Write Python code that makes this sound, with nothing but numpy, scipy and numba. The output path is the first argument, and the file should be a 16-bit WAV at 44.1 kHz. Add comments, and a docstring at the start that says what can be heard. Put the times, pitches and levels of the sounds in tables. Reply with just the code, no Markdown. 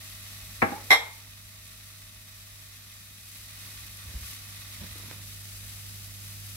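"""Butter sizzles softly in oil in a frying pan on a humming hob, in a small kitchen, on a phone's two microphones.
Beside it something wooden is knocked and a dish clinks; later a wooden spatula bumps the pan and spreads the butter.
The sizzle is random bursts, coloured and echoed; wood and dish are ringing modes with dense, short overtones;
hum and whine are wavering sines over fan noise.
The loud clink drives the phone's gain control down, and the sizzle stays softer for over two seconds."""
import sys
import numpy as np
from scipy import signal
from scipy.fft import rfft, irfft
from scipy.io import wavfile
from scipy.ndimage import uniform_filter1d, minimum_filter1d
from numba import njit

SR = 44100
rng = np.random.default_rng(int(sys.argv[2]) if len(sys.argv) > 2 else 0)


def dump_mix(stems):
    """Bounce the given channels to the path in sys.argv[1] as a 16-bit WAV at rate SR."""
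    frames = np.atleast_2d(stems).T  # one column per channel
    limited = np.clip(frames, -1, 1)  # hard clip at full scale
    pcm = np.round(limited * 32767).astype(np.int16)
    wavfile.write(sys.argv[1], SR, pcm)


N = 289600
TIME = np.arange(N) / SR

# steady frying: fine fizz and coarse bubbling of the lump of butter
FIZZ_DB, BUBBLING_DB = -45, -51
# handling the pan livens the bubbling
STIR_S, STIR_RISE_S, STIR_BUBBLING_DB = 3.3, 0.26, 1
# once spread thin, the butter bubbles less and fizzes more
SPREAD_S, SPREAD_TAKES_S, SPREAD_FIZZ_DB, SPREAD_BUBBLING_DB = 5.24, 0.082, 0.86, -5
# colour of the fizz: [pitch_hz, level_db]
FIZZ_COLOUR = [(300, -17), (900, -33), (1300, -7), (2200, -3.5), (3100, -1.5), (4400, 1), (7700, -1.4),
               (11500, 0), (16000, -3.5)]
# where the fizz lies between the microphones: [pitch_hz, left_minus_right_db]
FIZZ_BALANCE = [(2000, 0.5), (3000, 3), (4200, -1.5), (8500, 0), (12000, 5), (15000, 1)]
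# the fizz flares as wet butter meets hot metal: [peak_s, length_s, rise_db]
FLARES = [(3.354, 0.22, 3), (4.298, 0.1, 5)]
# resonances that colour the bubbling: [pitch_hz, width_hz, relative_level_db, left_minus_right_db]
BUBBLING_RESONANCES = [(775, 110, -10.5, 1), (1146, 59, 2, 5), (1363, 150, -2.5, -4.5),
                       (1870, 125, 2.5, -4), (2090, 100, 2, -7), (2495, 166, 2.5, -2.5),
                       (3773, 300, 2.5, -4), (4420, 190, -1, -5), (5530, 340, -2.5, -1)]


def sizzle():
    """Fine bursts hiss directly; coarser ones are coloured by resonances and die down when the butter is spread."""
    spread = ramp(SPREAD_S, SPREAD_TAKES_S)
    flare_db = sum(rise_db * swell(peak_s, length_s) for peak_s, length_s, rise_db in FLARES)
    fizz_db = FIZZ_DB + SPREAD_FIZZ_DB * spread + flare_db
    stir_db = STIR_BUBBLING_DB * ramp(STIR_S, STIR_RISE_S)
    bubbling_db = BUBBLING_DB + stir_db + SPREAD_BUBBLING_DB * spread

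    left, right = colour(scattered(rate=7000, spread_db=2.5, direct_db=-9.5), FIZZ_COLOUR)
    lean_left = [(hz, db / 2) for hz, db in FIZZ_BALANCE]
    lean_right = [(hz, -db) for hz, db in lean_left]
    fizz = unit(np.array([colour(left, lean_left), colour(right, lean_right)]))

    pops = scattered(rate=3200, spread_db=3.0, direct_db=-5.0)
    bubbling = 0
    for k, (hz, width_hz, db, balance_db) in enumerate(BUBBLING_RESONANCES):
        resonance = signal.lfilter(*signal.iirpeak(hz, hz / width_hz, SR), pops)
        # neighbouring resonances have opposite sign
        bubbling = bubbling + (-1) ** k * undb(db) * pan(balance_db) * resonance

    sputter_db = .5 * walk(rate=14)
    return undb(sputter_db) * (fizz * undb(fizz_db) + unit(bubbling) * undb(bubbling_db))


def scattered(rate, spread_db, direct_db, count=7):
    """Bursts (rate per second in all) from several spots in the oil, each spot with its own echoes."""
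    return sum(reflect(bursts(rate / count, spread_db), direct_db, t60=0.03) for _ in range(count))


def bursts(rate, spread_db):
    """Tiny one-sample bursts at random times, most faint and a few loud."""
    size = undb(spread_db * np.minimum(rng.exponential(size=N), 6))
    happens = rng.random(N) < rate / SR
    return size * rng.choice([-1, 1], N) * happens


def reflect(x, direct_db, t60):
    """The rim, hob and wall throw a quick cluster of echoes at each microphone."""
    t = TIME[:SR // 16]
    echoes = two_ports(rng.standard_normal((2, len(t)))) * fade(t, t60) * (1 - np.exp(-t / 0.002))
    echoes /= np.sqrt(np.sum(echoes ** 2, axis=1, keepdims=True))
    # the direct sound reaches the right microphone four samples later
    echoes[0, 0] += undb(direct_db)
    echoes[1, 4] += undb(direct_db)
    return signal.fftconvolve(x[None], echoes, axes=1)[:, :N]


# clinks as the dish rattles to rest: [start_s, relative_level_db, contact_ms]
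CLINKS = [(.9042, -12, 0.033), (.9065, 0, 0.074), (.9145, 3.5, 0.11), (.926, -2.5, 0.084), (.940, -14, .04),
          (.951, -22, .04)]
# the dish's modes: [pitch_hz, relative_level_db, t60_s]
DISH_MODES = [(291, -26.5, 0.15), (468, -28.5, 0.3), (590, -18, 0.072), (645, -40, 0.21),
              (760, -11.5, 0.087), (800, -20, 0.26), (851, -27, 0.46), (910, -36, 0.64), (1158, -13, 0.14),
              (1610, -15, 0.14), (1820, -18, .19), (1992, 0, 0.047), (2096, 2.5, 0.12), (2115, -17.5, 0.45),
              (2255, -25, 0.16), (3300, -16.5, 0.26), (3430, -19, 0.14), (3710, -13.5, 0.2),
              (3820, -17, .16), (4020, -22, .15), (4100, -14, 0.11), (4110, -22, 0.18), (4560, -26, 0.15),
              (5000, -24, 0.21), (5483, -17, 0.2), (5577, -19, 0.16), (7500, -19.5, 0.21),
              (7570, -33, 0.52), (10000, -17, 0.16), (12500, -15, 0.12)]
# colour of the dish's dense short-lived overtones: [pitch_hz, level_db]
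DISH_OVERTONES = [(50, -29), (95, -3), (150, -21), (260, -22), (380, -10), (900, 4), (1600, -6), (2250, 6),
                  (2750, -16), (3700, 1.5), (4700, -15), (5600, -12.5), (8500, -21), (12000, -10),
                  (16000, -28)]


def dish_clink():
    """A hard, bright rattle: short contacts excite high modes and a dense burst of overtones."""
    modes = undb(-6.5) * mode_ring(CLINKS, DISH_MODES, port_phase=2.05)
    body = undb(-12.0) * strike(CLINKS, lambda: dense_ring(DISH_OVERTONES, t60=.14, room_db=-14, room_t60=.47))
    # the modes lean slightly right, the overtones slightly left
    return modes * pan(db=-1.0) + body * pan(db=1.0)


# knocks on wood: [start_s, relative_level_db, contact_ms]
KNOCKS = [(.6195, -15.5, 0.14), (.6228, -11, 0.47), (.6255, -7.5, 1.23), (.67, -27, 0.55),
          (.716, -18.5, 1.6), (.724, -35, 1.3)]
# the wood's modes: [pitch_hz, relative_level_db, t60_s]
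WOOD_MODES = [(100, -3, 0.13), (165, -17, 0.13), (198.4, -2.5, 0.073), (227.2, -1, 0.098),
              (291.3, 2, 0.096), (361, -13, 0.27), (481.6, -4, 0.12), (644, -9, 0.19), (803, 2.5, 0.18),
              (880, -8, 0.16), (1100, -5, 0.2), (1200, -7.5, 0.33), (1332, 0.5, 0.12), (1495, -11, 0.15),
              (1650, 4, 0.13), (1707, -2, 0.091), (2083, -3, 0.16), (2220, 3.5, 0.13)]
# colour of the wood's dense short-lived overtones: [pitch_hz, level_db]
WOOD_OVERTONES = [(50, -38), (100, -23), (145, -14), (230, -3.5), (380, -6.5), (600, -5.5), (850, -7),
                  (1500, -5), (2300, -2), (2800, -12.5), (3300, -19.5), (6000, -26), (14000, -24)]
# two short, unsteady rings near 826 Hz after the knock: [start_s, level_db]
RINGS = [(.719, -30.5), (.754, -37.5)]
RING_HZ, RING_ATTACK_S, RING_T60_S = 826, 0.0037, .17


def wood_knock():
    """A hollow wooden clunk with a small rebound, then two short rings of unsteady pitch and level."""
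    modes = undb(-12.5) * mode_ring(KNOCKS, WOOD_MODES, port_phase=2.5)
    body = undb(-4.0) * strike(KNOCKS, lambda: dense_ring(WOOD_OVERTONES, t60=0.081, room_db=-15.5, room_t60=0.58))
    ring_level = sum(undb(db) * pulse(start_s, RING_ATTACK_S, RING_T60_S) for start_s, db in RINGS)
    ring_hz = RING_HZ * (1 + 0.039 * walk(rate=320))
    unsteady_tone = np.sin(2 * np.pi * np.cumsum(ring_hz) / SR) * undb(2.0 * walk(rate=200))
    return modes + body + unsteady_tone * ring_level


# soft bumps of pan and hob: [start_s, level_db, pitch_hz, t60_s]
BUMPS = [(4.064, -29.5, 74, 0.14), (4.147, -17.5, 60, 0.091), (4.21, -30, 66.5, 0.19),
         (4.806, -29.5, 80, 0.12), (4.91, -37, 69, 0.18)]
# the spatula touches the pan: [start_s, relative_level_db, contact_ms]
TAPS = [(4.812, -18, 3.6), (4.835, -14, 2), (4.957, -10.5, 2), (5.0, -15, 1.1), (5.035, -18, 1.1),
        (5.085, -19, 0.74), (5.113, -10, 0.29), (5.195, -16, 1.6)]
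# faint rubs as the pan is handled: [peak_s, length_s, relative_level_db]
RUBS = [(3.67, 0.12, -57.5), (4.15, 0.15, -53.5), (4.83, 0.079, -48.5), (5.076, 0.28, -55)]
# colour of rubs and taps: [pitch_hz, level_db]
TOUCH_COLOUR = [(40, -6), (90, 4), (200, 5), (320, -2), (450, -0.5), (750, -6.5), (1200, -9), (2200, -7),
                (3500, -8), (8000, -36)]


def handling():
    """The pan rocks with low decaying thuds and rubs faintly; the spatula taps dully through the butter."""
    thuds = 0
    for start_s, db, hz, t60 in BUMPS:
        wave = np.sin(2 * np.pi * hz * (TIME - start_s))
        thuds = thuds - undb(db) * wave * pulse(start_s, attack_s=0.0085, t60=t60)

    pressure = sum(undb(db) * swell(peak_s, length_s) for peak_s, length_s, db in RUBS)
    grains = colour(bursts(rate=1500, spread_db=3.0), TOUCH_COLOUR)
    rubbing = pressure * unit(reflect(grains, direct_db=-3, t60=0.019))

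    # a tap is a dry click with a brief low ring of the pan
    t = TIME[:SR]
    click = signal.unit_impulse(SR) - undb(-34) * np.sin(2 * np.pi * 280 * t) * fade(t, t60=0.018)
    taps = strike(TAPS, lambda: click + undb(-36.5) * dense_ring(TOUCH_COLOUR, t60=.04, room_db=-1, room_t60=0.16))
    return thuds + (rubbing + taps) * pan(db=-7)


# the hob hums steadily, then grows louder
HUM_DB, HUM_RISE_S, HUM_RISE_TAKES_S, HUM_RISE_DB = -3.5, 5.13, 0.7, 3.5
# a thin whine from the hob, which later drops back
WHINE_HZ, WHINE_DB, WHINE_DROP_S, WHINE_DROP_TAKES_S, WHINE_DROP_DB = 635, -67.5, 2.69, 0.092, -4.5
# hob hum lines: [pitch_hz, relative_level_db]
HUM_LINES = [(49, -55), (100, -44), (155, -63), (195.5, -62), (300, -74), (391, -79)]
# colour of the cooling fan's rumble: [pitch_hz, level_db]
FAN_COLOUR = [(15, -36), (28, -18), (42, -2), (70, -5), (90, -15), (125, -12.5), (200, -15.5), (240, -15),
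              (360, -28), (700, -24.5), (1500, -31)]


def hob():
    """Mains hum and a thin whine, all sines, over the coloured noise of the cooling fan."""
    hum_db = HUM_DB + HUM_RISE_DB * ramp(HUM_RISE_S, HUM_RISE_TAKES_S)
    hum = sum(tone(hz, db + hum_db) for hz, db in HUM_LINES)
    whine = tone(WHINE_HZ, WHINE_DB + WHINE_DROP_DB * ramp(WHINE_DROP_S, WHINE_DROP_TAKES_S))
    rumble = unit(colour(two_ports(rng.standard_normal((2, N))), FAN_COLOUR))
    return hum * pan(db=-3.5) + whine + rumble * undb(-53.5) * pan(db=-0.5)


def tone(hz, db):
    """A line that wavers a little in level and phase."""
    level = undb(db + .8 * walk(rate=5))
    return level * np.sin(2 * np.pi * hz * TIME + 0.2 * walk(rate=3.4))


def mode_ring(blows, modes, port_phase):
    """Every blow adds its energy to each mode; a soft contact hardly reaches the high ones."""
    out = np.zeros((2, N))
    start = int(min(s for s, _, _ in blows) * SR)
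    t = TIME[start:start + SR]
    for k, (hz, db, t60) in enumerate(modes):
        energy = 0
        for start_s, blow_db, contact_ms in blows:
            age = np.maximum(t - start_s, 0)
            size = undb(blow_db) / (1 + (hz * contact_ms / 1000) ** 2)
            energy = energy + (size * fade(age, t60) * (1 - np.exp(-age * hz))) ** 2
        # standing waves in the kitchen: each mode meets the two microphones out of step
        offset = (-1) ** k * port_phase * hz / (hz + 400) * np.array([[.5], [-.5]])
        wave = np.sin(2 * np.pi * (hz * t + rng.random()) + offset)
        out[:, start:start + SR] += undb(db) * np.sqrt(energy) * wave
    return out


def strike(blows, ring):
    """Each blow is a short push that draws a new ring; a longer contact sounds duller."""
    out = np.zeros((2, N + 2 * SR))
    t = TIME[:SR // 50] + 1 / SR
    for start_s, db, contact_ms in blows:
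        push = t * np.exp(-2 * np.pi * t / (contact_ms / 1000))
        sound = signal.fftconvolve(push[None] / push.sum(), ring(), axes=1)
        start = int(start_s * SR)
        out[:, start:start + sound.shape[1]] += undb(db) * sound
    return out[:, :N]


def dense_ring(body, t60, room_db, room_t60):
    """Crowded overtones die fast; the kitchen carries them on more softly."""
    t = TIME[:SR]
    noise = unit(colour(two_ports(rng.standard_normal((2, SR))), body))
    return noise * np.hypot(fade(t, t60), undb(room_db) * fade(t, room_t60))


def undb(db):
    """Decibels to gain."""
    return 10 ** (np.asarray(db) / 20)


def unit(x):
    """Scale to rms 1."""
    return x / np.sqrt(np.mean(x ** 2))


def colour(x, points):
    """Shape a sound with a (Hz, dB) spectrum, interpolated over log frequency."""
    hz, db = np.transpose(points)
    f = np.maximum(np.fft.rfftfreq(x.shape[-1], 1 / SR), 1)
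    gain = undb(np.interp(np.log(f), np.log(hz), db))
    return irfft(rfft(x) * gain, x.shape[-1])


def walk(rate):
    """Smoothed random drift of rms near 1, with a new step rate times a second."""
    k = int(SR / rate)
    steps = np.repeat(rng.standard_normal(N // k + 1), k)
    return unit(uniform_filter1d(uniform_filter1d(steps, k), k)[:N])


def two_ports(pair, alike_hz=520):
    """Two unrelated sounds become a diffuse field: alike in the bass, unrelated in the treble."""
    f = np.fft.rfftfreq(pair.shape[-1], 1 / SR)
    alike = .96 / (1 + (f / alike_hz) ** 2)
    mid, side = rfft(pair) * np.sqrt([(1 + alike) / 2, (1 - alike) / 2])
    return irfft([mid + side, mid - side], pair.shape[-1])


def pan(db):
    """Channel gains for a left-minus-right level."""
    return undb(np.array([[db], [-db]]) / 2)


def fade(t, t60):
    """Exponential decay by 60 dB in t60 seconds."""
    return np.exp(-np.log(1000) * t / t60)


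def ramp(middle_s, takes_s):
    """A smooth change from 0 to 1."""
    return .5 + .5 * np.tanh(2 * (TIME - middle_s) / takes_s)


def swell(peak_s, length_s):
    """A smooth rise and fall, above half height for its length."""
    return .5 ** ((2 * (TIME - peak_s) / length_s) ** 2)


def pulse(start_s, attack_s, t60):
    """An envelope that rises quickly at start_s and dies away."""
    age = np.maximum(TIME - start_s, 0)
    return (1 - np.exp(-age / attack_s)) * fade(age, t60)


def scene():
    """Everything at the stove."""
    return sizzle() + dish_clink() + wood_knock() + handling() + hob()


@njit
def follow(over, hold, release):
    """Rises at once, waits for hold samples, then falls by release per sample."""
    out, value, wait = np.empty(len(over)), 0., 0.
    for i in range(len(over)):
        wait -= 1
        if over[i] >= value:
            value, wait = over[i], hold
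        elif wait < 0:
            value = max(value - release, 0.)
        out[i] = value
    return out


def gain_control(x, ceiling_db, duck_db, hold_s, recover_db_per_s, limiter_db_per_s):
    """A fast limiter catches peaks; after an overload the gain stays down a while and creeps back."""
    level_db = 20 * np.log10(np.abs(x).max(axis=0) + 1e-9)
    over = np.maximum(level_db - ceiling_db, 0)
    fast = follow(over, 0., limiter_db_per_s / SR)
    slow = follow(np.minimum(over, duck_db), float(hold_s * SR), recover_db_per_s / SR)
    gain = undb(-np.maximum(fast, slow))
    # the gain moves smoothly, starting just ahead of each peak
    return x * uniform_filter1d(minimum_filter1d(gain, size=45), size=45)


def record(dry):
    """The phone's bass cut and gain control, then its treble cut-off."""
    bass_cut = signal.butter(3, 34, "high", fs=SR, output="sos")
    thin = signal.sosfilt(bass_cut, dry)
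    held = gain_control(thin, ceiling_db=-2.0, duck_db=4.0, hold_s=2.36, recover_db_per_s=9.5, limiter_db_per_s=170.0)
    treble_cut = signal.ellip(12, .2, 70, 15750, fs=SR, output="sos")
    return signal.sosfilt(treble_cut, held)


dry = scene()
out = record(dry)
dump_mix(out)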